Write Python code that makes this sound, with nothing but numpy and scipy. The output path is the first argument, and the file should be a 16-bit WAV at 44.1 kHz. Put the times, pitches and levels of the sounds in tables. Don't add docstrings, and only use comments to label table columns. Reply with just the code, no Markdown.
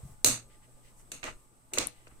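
import sys
import numpy as np
from scipy import signal
from scipy.fft import rfft, irfft
from scipy.io import wavfile
from scipy.ndimage import uniform_filter1d

SR = 44100
rng = np.random.default_rng(int(sys.argv[2]) if len(sys.argv) > 2 else 0)


def put_to_file(sound):
    columns = np.atleast_2d(sound).T
    safe = np.clip(columns, -1, 1)
    whole_steps = np.round(safe * 32767)
    wavfile.write(sys.argv[1], SR, whole_steps.astype(np.int16))


N = 97020

# frequency in Hz, left-right likeness (0-1).
ROOM_COHERENCE = [(60, 0.2), (130, 0.9), (290, 0.92), (640, 0.24), (1400, 0.097), (15000, 0.036)]
# frequency in Hz, left-right likeness (0-1).
FLOOR_COHERENCE = [(60, 0.32), (240, 0.94), (950, 0.12), (3770, 0.036), (15000, 0.36)]


def taps():
    # start in seconds, depth of the shared colour (0-1), ten band levels in dB,
    # left-right difference in dB, rise constant in seconds, hold in seconds, decay time T60 in seconds,
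    # level of the room's answer in dB over the tap, time in seconds at which the answer's extra fade is 1 dB.
    impacts = [(.2446, 0.97, -36, -33.5, -33.5, -35.5, -30, -25.5, -17.5, -17, -16, -17.5, -0.5, 0.00067, 0.0021, 0.011, -6, 0.072),
               (1.1167, 0.9, -53, -50.5, -52, -54, -42.5, -47, -38, -38.5, -37, -44.5, 1.5, 0.0011, 0.0018, 0.033, -9, 0.049),
               (1.2293, 0.29, -46.5, -63, -48, -46, -37, -45.5, -43.5, -54, -65, -58, -2.5, 0.00094, 0.0016, 0.096, -6.5, 0.039),
               (1.2403, 0.54, -59.5, -41, -42.5, -41, -37.5, -46, -38.5, -40.5, -44, -51, 0.5, 0.00021, 0.002, 0.013, -6.5, 0.047),
               (1.7348, .8, -46.5, -49.5, -49.5, -52, -40.5, -44.5, -36, -36.5, -36.5, -38.5, 2, 0.0003, 0.003, 0.041, -6, 0.0427),
               (1.7733, 0.85, -42.5, -30.5, -32, -36.5, -29, -71.5, -29, -56, -73.5, -58, 1, 0.00076, 0.00061, 0.033, -9, 0.053),
               (1.7835, 0.24, -42.5, -42.5, -61, -37, -28.5, -25, -21.5, -22.5, -33, -34.5, -2, 0.00045, 0.0018, 0.022, -13.5, 0.051),
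               (1.87, .4, -50, -65, -55, -64, -78, -60, -67, -29, -26.5, -48, 15.5, 0.00024, 0.00027, 0.0089, -32, 0.02),
               (1.8838, 0.32, -71.5, -55, -51, -67.5, -50, -50.5, -50, -48, -52, -59, 14.5, 0.00055, 0.000767, 0.004, -19, 0.072),
               (2.069, 0.76, -58.5, -56.5, -54.5, -55.5, -54.5, -72, -68, -75, -83, -82, 2.5, 0.00046, 0.0039, 0.025, -14, 0.065)]
    bands_hz = [120, 280, 550, 1200, 2500, 4200, 6400, 8500, 10500, 14000]
    # frequency in Hz, level in dB.
    shared_colour = [(70, -20), (120, -4.5), (175, -15.5), (275, -1), (420, -15.5), (620, -4.5), (900, -10),
                     (1250, -1), (1700, -9.5), (2800, -2.5), (3230, -17), (3550, -4), (4200, -1.5),
                     (4650, -3), (4870, -12.5), (5250, -12), (5600, -10.5), (6250, 0), (7100, -4),
                     (8400, -1), (9200, -5.5), (10600, -10.5), (12200, -13.5), (15000, -12.5), (16800, -48)]
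    # delay in seconds, level in dB over the tap.
    bounces = [(.004, -8.5), (.017, -7), (.029, -16.5), (.039, -13)]
    lag_s, thin_hz = 0.00024, 260
    common = 0.6
    out = np.zeros((2, N))
    t = np.arange(4096) / SR
    for k, (start, depth, *levels_db, pan_db, rise, hold, t60, room_db, fade_s) in enumerate(impacts):
        bands = list(zip(bands_hz, levels_db))
        colour = lambda hz: amp(depth * along(shared_colour, hz) + along(bands, hz)) / np.sqrt(hz + 1)
        high_pass = lambda hz: (1j * hz / (thin_hz + 1j * hz)) ** 2
        level = np.sqrt(np.sum(amp(levels_db) ** 2))
        sides = opposed(pan_db)
        shape = (1 - np.exp(-(t / rise) ** 2)) * amp(-60 * np.maximum(t - hold, 0) / t60)
        strikes = [(0, 0.013)] + (bounces if k == 0 else [])
        for delay, db in strikes:
            noise = rng.standard_normal((3, len(t)))
            noise = common * noise[0] + np.sqrt(1 - common ** 2) * noise[1:]
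            rattle = filtered(noise, colour) * shape
            rattle *= level * np.linalg.norm(shape) / np.linalg.norm(rattle, axis=1, keepdims=True)
            left, right = amp(db) * sides * filtered(rattle, high_pass)
            add(out, np.array([np.roll(left, round(lag_s * SR)), right]), start + delay)
        add(out, level * amp(room_db) * sides * room_answer(colour, fade_s), start)
        add(out, amp(room_db) * modal_ring(bands, fade_s), start)
    return out


def modal_ring(bands, fade_s):
    # frequency in Hz, level in dB over the tap's band, decay time T60 in seconds.
    table_modes = [(120, 1, 0.4), (275.6, -1.5, 0.2), (357.6, -2.5, 0.23), (489.4, 4, 0.25),
                   (606, -0.5, 0.26), (645.4, -5.5, 0.28), (1180, -6, 0.13)]
    # frequency in Hz, level in dB over the tap's band.
    high_lines = [(2725, -6), (4143, -1), (6503, -11), (8200, -11), (8522, -7)]
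    high_t60, swell_s = 0.3, 0.0027
    t = np.arange(SR // 3) / SR

    def mode(hz, db, t60, cycles):
        level_db = db + along(bands, hz) + rng.normal(0, 0.58)
        return amp(level_db - 60 * t / t60) * np.sin(2 * np.pi * (hz * t + cycles))

    low_ring = sum(mode(hz, db, t60, rng.random()) for hz, db, t60 in table_modes)
    high_ring = sum(mode(hz, db, high_t60, rng.random((2, 1))) for hz, db in high_lines)
    return (low_ring + high_ring) * (1 - np.exp(-t / swell_s)) * amp(-(t / fade_s / 2) ** 3)


def room_answer(colour, fade_s):
    # frequency in Hz, decay time T60 in seconds.
    reverberation = [(120, 0.87), (400, 0.35), (1500, 0.61), (4200, 0.45), (8000, 0.36), (11000, 0.3),
                     (15500, 0.24)]
    build_s, echoes_db = 0.014, 1.3
    hz, t, z = signal.stft(pair(SR // 2, colour, ROOM_COHERENCE), SR, nperseg=256)
    decay = amp(-60 * t / along(reverberation, hz)[:, None])
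    tail = signal.istft(z * decay, SR, nperseg=256)[1]
    t = np.arange(tail.shape[1]) / SR
    echoes = amp(echoes_db * (unit(uniform_filter1d(rng.standard_normal(len(t)), size=90)) - .5))
    return tail * echoes * (1 - np.exp(-(t / build_s) ** 2)) * amp(-(t / fade_s) ** 3)


def grainy_noises():
    # start in seconds, time constant of the swell in seconds, nominal level in dB,
    # centre in Hz, half-width in octaves (to 1/e in amplitude).
    bursts = [(0.025, 0.081, -64.5, 8350, 0.85), (0.021, 0.088, -66.5, 465, 1.5),
              (0.484, 0.053, -66, 2235, 1.6), (0.615, 0.032, -66.5, 2020, 1.2),
              (0.828, 0.05, -64, 2820, 1.9), (0.961, 0.041, -61.5, 8100, 0.58),
              (0.985, 0.021, -65.5, 700, 2.1), (1.249, 0.033, -42, 993, 1.7),
              (1.27, 0.015, -38.5, 900, 1.1), (1.715, 0.037, -51.5, 594, 1.32),
              (1.796, 0.031, -41.5, 527, 1.16), (1.905, 0.11, -69, 2500, 0.96),
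              (2.075, 0.0052, -59.5, 4500, .9), (2.094, 0.026, -64.5, 1000, 1.24)]
    # frequency in Hz, half-width in Hz, gain over the burst.
    resonances = [(2010, 58, 3.3), (2960, 130, 1.1)]
    grain_db = 1.5
    out = np.zeros((2, N))
    for start, length, db, hz, octaves in bursts:
        def spectrum(f):
            lift = 1 + sum(gain / (1 + ((f - centre) / width) ** 2) for centre, width, gain in resonances)
            return lift * np.exp(-(np.log2((f + 1) / hz) / octaves) ** 2)

        noise = pair(8192, spectrum, ROOM_COHERENCE)
        grain = amp(grain_db * unit(uniform_filter1d(rng.standard_normal(8192), size=120)))
        u = np.arange(8192) / SR / length
        swell = u * np.exp(1 - u) * np.exp(-(u / 1.66) ** 4)
        add(out, amp(db) * unit(noise * grain) * swell, start)
    return out


def low_thuds():
    # start in seconds, nominal peak in dB, frequency in Hz,
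    # decay time T60 in seconds, left-right difference in dB.
    thuds = [(0.031, -28.5, 95.5, 0.056, -2), (0.043, -36, 54, 0.088, 1), (0.049, -32.5, 139, 0.074, 2),
             (0.092, -44, 127, 0.14, 2), (0.114, -43, 91, 0.085, 3), (0.297, -39.5, 120, 0.4, 2.5),
             (1.3, -48, 122.6, 0.18, -1), (1.28, -50.5, 34.8, 0.29, 20), (1.727, -40.5, 364.7, 0.23, 4),
             (1.792, -46.5, 40, 0.18, 13), (1.86, -44, 44.9, 0.1, 7), (2.11, -51.5, 54, 0.11, -9)]
    out = np.zeros((2, N))
    t = np.arange(SR // 4) / SR
    onset = 1 - np.exp(-(t / 0.0045) ** 2)
    for start, db, hz, t60, pan_db in thuds:
        ring = -np.sin(2 * np.pi * hz * t) * onset * amp(db - 60 * t / t60)
        add(out, ring * opposed(pan_db), start)
    return out


def hum():
    # frequency in Hz, level in dB over the line's level below, half-width in Hz.
    hum_lines = [(120.5, 1, 2.5), (857, -12, 5), (1199, -11, 4)]
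    # time in seconds, level in dB.
    low_level = [(0, -51), (.2, -75), (.46, -72), (.55, -78), (.62, -65.5), (.92, -66), (.96, -69.5),
                 (1.1, -69.5), (1.4, -69.5), (1.94, -70.5), (2.2, -66.5)]
    upper_db = -65.5
    lines = []
    for hz, db, width in hum_lines:
        line = pair(N, lambda f: 1 / (1 + ((f - hz) / width) ** 2), FLOOR_COHERENCE)
        steadied = line / (np.abs(signal.hilbert(line)) + 1.1)
        lines.append(amp(db) * unit(steadied))
    low, *upper = lines
    return amp(np.interp(np.arange(N) / SR, *np.transpose(low_level))) * low + amp(upper_db) * sum(upper)


def hiss():
    # frequency in Hz, relative level in dB per Hz.
    hiss_spectrum = [(15, -2), (45, -8.5), (90, -19), (150, -21), (250, -20.5), (500, -25.5), (900, -28),
                     (1350, -32), (1650, -35.5), (2300, -36.5), (4500, -40), (7350, -36.5), (7750, -24.5),
                     (9300, -31.5), (10400, -40), (11500, -37), (12500, -41.5), (15600, -44), (16000, -80)]
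    # time in seconds, level in dB over the base level.
    hiss_level = [(0, 7), (.2, 1.5), (1.4, 3), (1.5, -0.5), (1.7, 0.5), (2.2, 3)]
    base_db = -60.5
    noise = pair(N, lambda hz: amp(along(hiss_spectrum, hz)), FLOOR_COHERENCE)
    level_db = base_db + np.interp(np.arange(N) / SR, *np.transpose(hiss_level))
    return amp(level_db) * patchy(noise, hz_top=1513)


def patchy(x, hz_top):
    patch_db = 3
    hz, t, z = signal.stft(x, SR, nperseg=1024)
    field = rng.standard_normal(z.shape[1:])
    field = unit(uniform_filter1d(uniform_filter1d(field, size=5, axis=0), size=4, axis=1))
    gain = amp(patch_db * field / (1 + (hz[:, None] / hz_top) ** 2))
    return signal.istft(z * gain, SR, nperseg=1024)[1][:, :N]


def amp(db):
    return 10 ** (np.asarray(db) / 20)


def opposed(pan_db):
    return amp([[pan_db / 2], [-pan_db / 2]])


def unit(x):
    return x / np.sqrt(np.mean(x ** 2) + 1e-20)


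def along(points, hz):
    f, v = np.transpose(points)
    return np.interp(np.log(hz + 1), np.log(f + 1), v)


def filtered(x, response):
    n = x.shape[-1]
    return irfft(rfft(x) * response(np.fft.rfftfreq(n, 1 / SR)), n)


def pair(size, gain, alike):
    turn = lambda hz: np.arccos(np.clip(along(alike, hz), -1, 1)) / 2
    mid_side = lambda hz: gain(hz) * [np.cos(turn(hz)), np.sin(turn(hz))]
    mid, side = filtered(rng.standard_normal((2, size)), mid_side)
    return unit(np.array([mid + side, mid - side]))


def add(out, x, start):
    part = out[:, round(start * SR):][:, :x.shape[1]]
    part += x[:, :part.shape[1]]


def scene():
    # frequency in Hz, left-right difference in dB.
    port_difference = [(2400, -0.5), (4400, -0.5), (8100, -4), (11000, 5), (15000, 6.5)]
    near = filtered(taps(), lambda hz: opposed(1) ** along(port_difference, hz))
    return near + grainy_noises() + low_thuds() + hum() + hiss()


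def record(dry):
    return filtered(dry, lambda hz: hz < 16800)


dry = scene()
out = record(dry)
put_to_file(out)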